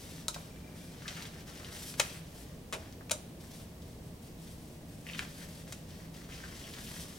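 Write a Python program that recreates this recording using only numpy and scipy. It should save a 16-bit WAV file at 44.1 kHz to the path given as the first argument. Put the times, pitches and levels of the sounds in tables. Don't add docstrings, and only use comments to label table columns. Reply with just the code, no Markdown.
import sys
import numpy as np
from scipy import signal
from scipy.fft import rfft, irfft
from scipy.io import wavfile
from scipy.ndimage import uniform_filter1d

SR = 44100
rng = np.random.default_rng(int(sys.argv[2]) if len(sys.argv) > 2 else 0)


def master(y):
    cut = np.clip(np.atleast_2d(y).T, -1, 1)
    pcm = np.round(cut * 32767)
    wavfile.write(sys.argv[1], SR, pcm.astype(np.int16))


N = 316638
TIME = np.arange(N) / SR
HZ = np.fft.rfftfreq(N, 1 / SR)
CLICK_SAMPLES = 4096
CLICK_TIME = np.arange(CLICK_SAMPLES) / SR
CLICK_HZ = np.fft.rfftfreq(CLICK_SAMPLES, 1 / SR)


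def amp(db):
    return 10 ** (np.asarray(db) / 20)


def evened(x):
    return x / np.sqrt(np.mean(x ** 2) + 1e-20)


def read(points, hz):
    f, value = np.transpose(points)
    return np.interp(np.log(hz + 1), np.log(f + 1), value)


def add(mix, start_s, sound):
    part = mix[round(start_s * SR):][:len(sound)]
    part += sound[:len(part)]


def coloured(x, gain):
    return evened(irfft(rfft(x) * gain, N))


def noise_pair():
    # (frequency [Hz], likeness [0-1])
    likeness = [(30, 1.0), (150, 0.99), (300, 0.91), (600, 0.58), (1500, 0.05), (5000, 0.073), (12000, 1)]
    mid, side = rfft(rng.standard_normal((2, N)))
    same = np.clip(read(likeness, HZ), -1, 1)
    mid, side = mid * np.sqrt(1 + same), side * np.sqrt(1 - same)
    return irfft(np.array([mid + side, mid - side]), N)


def ventilation(rush_db=-49.5, hiss_db=-60.5):
    # (frequency [Hz], relative level [dB])
    rush_colour = [(12, -26), (20, -7), (27, -11), (64, -6), (129, -3), (162, -3.5), (192, -6), (228, -5),
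                   (381, -13.5), (468, -13.5), (555, -16), (594, -15.5), (730, -20), (1100, -25.5),
                   (1200, -27), (1560, -72), (2640, -120)]
    # (frequency [Hz], width [Hz], level [dB])
    hum_notes = [(57.7, 7.5, -62), (79.2, 34, -59.5), (166.6, 13, -56), (443, 38, -71.5), (635, 105, -70.5)]
    # (frequency [Hz], relative level [dB])
    hiss_colour = [(600, -42), (1200, 3.5), (2000, 5), (4000, 2), (5600, 1.5), (7000, -0.5), (9000, -1),
                   (12000, -4), (16000, -3.5)]
    rush = amp(rush_db) * coloured(noise_pair(), amp(read(rush_colour, HZ)))
    hum = sum(amp(db) * coloured(noise_pair(), 1 / (1 + (2 * (HZ - f) / width) ** 2))
              for f, width, db in hum_notes)
    hiss = amp(hiss_db) * coloured(noise_pair(), amp(read(hiss_colour, HZ)))
    return rush + hum + hiss


def camera(chirr_hz=2362, chirr_db=-64, pulses_per_s=29.97, whine_hz=15734, whine_db=-82):
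    pulses = np.cos(np.pi * pulses_per_s * (TIME - .379)) ** 4
    running = np.interp(TIME, [.2, .35, 1.15, 1.7], [0, 1, 1, 0])
    waver = coloured(rng.standard_normal(N), 1 / (1 + ((HZ - chirr_hz) / 25) ** 4))
    rough_tone = np.sin(2 * np.pi * chirr_hz * TIME) + 0.49 * waver
    chirr = amp(chirr_db) * running * pulses * rough_tone
    whine = amp(whine_db) * np.sin(2 * np.pi * whine_hz * TIME)
    return chirr + whine


def scatter(x, t60, delay_s, size=6000):
    t = np.arange(size) / SR
    signs = rng.choice([-1., 1.], (2, size))
    arrives = (rng.random((2, size)) < .2) * (t > delay_s)
    echoes = signs * arrives * amp(-60 * t / t60)
    return signal.fftconvolve(x[None], echoes / np.linalg.norm(echoes[0]), axes=1)[:, :N]


def room_tail(x, delay_s):
    # (frequency [Hz], time to fade by 60 dB [s])
    fade_times = [(200, 1), (800, 0.46), (3000, 0.8), (7000, 0.32), (15000, 0.53)]
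    frames = dict(nperseg=256, noverlap=192)
    delayed = np.pad(x, (round(delay_s * SR), 0))[:N]
    hz, t, bands = signal.stft(delayed, SR, **frames)
    kept = amp(-60 * t[1] / read(fade_times, hz)) ** 2
    stored = np.array([signal.lfilter([1 - k], [1, -k], abs(band) ** 2) for k, band in zip(kept, bands)])
    noise = signal.stft(rng.standard_normal((2, N)), SR, **frames)[2]
    return signal.istft(noise / noise.std() * np.sqrt(stored), **frames)[1][:, :N]


def in_room(x, near_db, far_db, near_t60, wall_s, patterns=3):
    # (frequency [Hz], left minus right [dB])
    left_louder = [(60, -2), (110, 3), (200, 8), (380, 2.5), (700, -1), (1290, 5), (2380, 3.5), (4400, 0.5),
                   (8120, 6.5), (15000, -1.5)]
    # (frequency [Hz], lead [radians])
    left_lead = [(60, -0.29), (600, 0.82), (900, 1.3), (1380, 1.3), (1980, 0.88), (2500, 1.4), (3100, 0.75),
                 (4500, 0.72), (7150, 0.29), (9200, 1.6), (13000, 0.16)]
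    # (frequency [Hz], side minus centre [dB])
    echo_width = [(200, -5), (600, -11), (1200, 3.5), (2500, -4.5), (4500, -4.5), (8000, 1.5), (13000, -22)]
    left_gain = amp(read(left_louder, HZ) / 2) * np.exp(1j * read(left_lead, HZ) / 2)
    direct = irfft(rfft(x) * np.array([left_gain, 1 / left_gain]), N)
    parts = [x * np.cos(np.pi * (2 * TIME + k / patterns)) * np.sqrt(2 / patterns)
             for k in range(patterns)]
    near = sum(scatter(part, near_t60, delay_s=0.0037) for part in parts)
    centre, side = amp(near_db) * near + amp(far_db) * room_tail(x, wall_s)
    side = irfft(rfft(side) * amp(read(echo_width, HZ)), N)
    return direct + np.array([centre + side, centre - side])


def stroke_gain(slow_db, fast_db, attack_s=0.027, release_t60=0.22, rest_db=-78.5):
    # (start [s], length [s], relative level [dB], swell from start to end [dB], sliding speed [0-1])
    strokes = [(-.04, .25, -56.5, -2.5, 0.53), (0.312, 0.16, -60.5, -8, 0.7),
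               (0.415, 0.46, -68.5, -4, 0.05), (.74, 0.18, -61.5, -3, 0.54), (0.91, 0.16, -61, 8, 0),
               (1.054, 0.21, -54, -1, 0.2), (1.298, .11, -61, 3, 0.13), (1.452, 0.23, -57, 0.5, 0.22),
               (1.673, 0.085, -55, 14, 0.3), (1.767, 0.14, -52, 3.5, 0.84),
               (1.963, 0.21, -52.5, -6.5, 0.53), (2.22, 0.1, -66, 4, 0.4), (2.327, 0.093, -59.5, 0, 0.8),
               (2.44, 0.092, -65, -3, 0.1), (2.77, 0.16, -64.5, -10, 0), (3.387, 0.088, -62, -2, 0.7),
               (3.491, 0.13, -59.5, -3, 0.76), (3.80, 0.12, -68.5, 4, 0.6), (4.02, .07, -71, -2, 0.9),
               (4.20, .08, -66.5, 3, 0.85), (4.366, .16, -63.5, 4, 0.82), (4.56, 0.19, -68.5, -1, 1),
               (4.863, 0.21, -68.5, -3, 1), (5.037, 0.21, -56, 5, 0.23), (5.273, 0.17, -58.5, 6, 0.67),
               (5.47, 0.14, -60, 1, 0.66), (5.656, 0.22, -63.5, -14, 0.4), (5.865, 0.19, -63, -4, 0.17),
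               (6.123, 0.13, -59.5, -7, 0.22), (6.279, 0.27, -56.5, -0.5, 0.19), (6.543, 0.25, -55, 0, .35),
               (6.778, 0.25, -53, 4, 0.69), (7.047, .13, -58.5, -1, 0.6)]
    power = np.full(N, amp(rest_db + slow_db) ** 2)
    for start, length, level_db, swell_db, speed in strokes:
        t = np.arange(0, length + release_t60, 1 / SR)
        speed_db = slow_db + speed * (fast_db - slow_db)
        hold_db = level_db + swell_db * (np.minimum(t / length, 1) - .5) + speed_db
        fade_db = 60 * np.maximum(t - length, 0) / release_t60
        shape = np.minimum(t / attack_s, 1) * amp(hold_db - fade_db)
        add(power, max(start, 0), shape[start + t >= 0] ** 2)
    return np.sqrt(power)


def slips(per_s, spread_db, smooth):
    size = amp(spread_db * np.minimum(rng.exponential(1, N), 4))
    clicks = size * rng.choice([-1., 1.], N) * (rng.random(N) < per_s / SR)
    return evened(clicks) + smooth * rng.standard_normal(N)


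def rubbing(jerk_db=1.33):
    # (frequency [Hz], relative level [dB])
    drag = [(200, -5.5), (600, -4.5), (1200, -5.5), (1900, -1), (2700, -9), (4000, -16), (9000, -34)]
    grip = [(1200, -32), (2300, -4.5), (3200, 0.5), (4300, -1), (5700, 0), (7200, -7), (11000, -18)]
    hiss = [(3500, -18), (6500, -7), (8400, 2), (10500, -1), (13000, -5), (16000, -14.5)]
    jerks = amp(jerk_db * coloured(rng.standard_normal(N), (HZ > 10) & (HZ < 55)))
    layers = [(drag, stroke_gain(slow_db=0.5, fast_db=-9), slips(per_s=500, spread_db=5.5, smooth=0.78)),
              (grip, stroke_gain(slow_db=-1, fast_db=-1), slips(per_s=1400, spread_db=2, smooth=0.76)),
              (hiss, stroke_gain(slow_db=-9, fast_db=0.5), slips(per_s=5100, spread_db=5, smooth=1))]
    return jerks * sum(gain * coloured(noise, amp(read(colour, HZ))) for colour, gain, noise in layers)


def click_filter(gain):
    log_gain = np.log(np.maximum(gain, 1e-5))
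    mirrored = np.r_[log_gain, log_gain[-2:0:-1]]
    return np.exp(np.conj(signal.hilbert(mirrored)))[:len(gain)]


def flutter(fade_s, click):
    fade_s = np.clip(fade_s, 1e-4, .03)
    burst = rng.standard_normal(CLICK_SAMPLES) * np.exp(-CLICK_TIME / fade_s)
    burst /= np.linalg.norm(burst)
    burst[0] += click * np.exp(-fade_s / 0.0023)
    spectrum = rfft(burst)
    band_power = uniform_filter1d(abs(spectrum) ** 2, size=70)
    return spectrum * click_filter(band_power ** -.5)


def crinkles(skirt=0.025):
    # (time [s], level [dB], centre pitch [Hz], width [octaves], flutter time [s])
    folds = [(.3440, -17.5, 3640, 0.94, 0.0025), (.3615, -17, 840, 0.57, 0.003),
             (1.054, -21.5, 1550, 0.38, .02), (1.0798, -13, 3150, .77, 0.0056),
             (1.165, -18, 1900, 0.79, .025), (1.223, -20.5, 3200, .75, .0017),
             (1.2536, -22.5, 2980, 0.67, .003), (1.6462, -23.5, 3180, 0.44, 0.0014),
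             (1.940, -23.5, 2000, 1.3, 0.002), (2.742, -14.5, 540, 0.51, .033),
             (2.9256, -31.5, 4350, 0.62, 0.0009), (3.0087, -26.5, 1230, .47, 0.0013),
             (3.8207, -34.5, 4100, 0.62, .003), (5.0673, -20.5, 2360, .36, 0.00081),
             (5.087, -20, 2700, .26, .006), (5.098, -20, 2280, .38, .0018), (5.134, -20, 3000, 0.38, .003),
             (5.1470, -18, 2200, 0.6, .0023), (5.179, -19, 2410, 1.2, 0.016),
             (5.4148, -25, 1880, 0.41, 0.013), (5.9054, -31, 4000, 0.96, .004),
             (6.3217, -23, 2500, .35, .01), (6.4314, -22.5, 1640, .22, 0.035),
             (6.640, -25, 3040, 0.19, 0.016), (6.736, -23, 3160, 0.6, 0.0073),
             (6.865, -25, 2850, .25, .017), (7.005, -23.5, 6000, 1.2, 0.0074)]
    out = np.zeros(N)
    for start, db, centre_hz, octaves, flutter_s in folds:
        away = np.log2((CLICK_HZ + 1) / centre_hz) / octaves
        colour = evened(np.exp(-away ** 2 / 2) + skirt / (1 + abs(away)))
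        add(out, start, irfft(flutter(flutter_s, click=0.67) * click_filter(amp(db) * colour)))
    return out


def snaps(slap_db=-2, pop_hz=700, smack_hz=2300, crack_hz=6000, ring_t60=0.018):
    # (time [s], air pop [dB], smack [dB], crack [dB], flutter time [s], ring pitch [Hz], ring [dB])
    slaps = [(.2826, -21, -24, -1.5, 0.00045, 3920, -9.5), (0.2855, -9.5, -25, -7.5, 0.0018, 1310, -15),
             (1.9969, -3, -4.5, 0.5, 0.0027, 870, -11.5), (1.9997, -3.5, -0.5, 3.5, 0.00073, 584, -5.5),
             (2.0015, -2.5, 0.5, -5, 0.00098, 1290, -7.5), (2.7262, -14, -19, -14.5, 0.00021, 1100, -15.5),
             (2.7302, -18, -10, -13.5, 0.0013, 3430, -22), (2.7341, -6.5, -8.5, -11.5, 0.012, 442, -21),
             (3.0963, -23, -17, -20, 0.0023, 2580, -25), (3.11, -5, -11, -4, 0.0052, 870, -20),
             (3.1142, -18.5, -5, -1.5, 0.0015, 2160, -11.5), (3.117, -2.5, -27, 1, 0.0011, 3880, -11),
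             (5.1929, -19, -1, -15.5, 0.00057, 1784, -13), (5.7236, -16.5, -20, -12.5, 0.006, 2100, -31)]
    # (frequency [Hz], relative level [dB])
    slap_colour = [(60, -55), (250, -12.5), (500, 4.5), (1000, 3), (2200, 6), (4700, -2.5), (8000, -7),
                   (11000, -8.5), (16000, -16)]
    # (frequency [Hz], width [Hz], boost [dB])
    cuff_notes = [(419, 21, 10.5), (610.5, 58, 11.5), (927, 58, 7.5), (1280, 180, 3), (2510, 160, 5),
                  (3200, 280, 4), (3880, 140, 6.5), (6700, 4700, 9), (9000, 570, 8), (10500, 670, 6)]
    cuff_db = sum(db / (1 + (2 * (CLICK_HZ - f) / width) ** 2) for f, width, db in cuff_notes)
    body_db = slap_db + read(slap_colour, CLICK_HZ) + cuff_db
    out = np.zeros(N)
    for start, pop_db, smack_db, crack_db, flutter_s, ring_hz, ring_db in slaps:
        blow_db = read([(pop_hz, pop_db), (smack_hz, smack_db), (crack_hz, crack_db)], CLICK_HZ)
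        slap = irfft(flutter(flutter_s, click=0.3) * click_filter(amp(body_db + blow_db)))
        ring = np.sin(2 * np.pi * ring_hz * CLICK_TIME) * amp(-60 * CLICK_TIME / ring_t60)
        add(out, start, slap + amp(ring_db) * ring / np.linalg.norm(ring))
    return out


def scene():
    snapping = in_room(snaps(), near_db=-8.0, far_db=-14.5, near_t60=0.12, wall_s=0.0026)
    handling = in_room(crinkles() + rubbing(), near_db=-5.5, far_db=-7.5, near_t60=0.079, wall_s=0.004)
    return snapping + handling + ventilation() + camera()


def record(dry):
    low_pass = signal.firwin(511, cutoff=15950, window=("kaiser", 9), fs=SR)
    return signal.oaconvolve(dry, low_pass[None], "same")


dry = scene()
out = record(dry)
master(out)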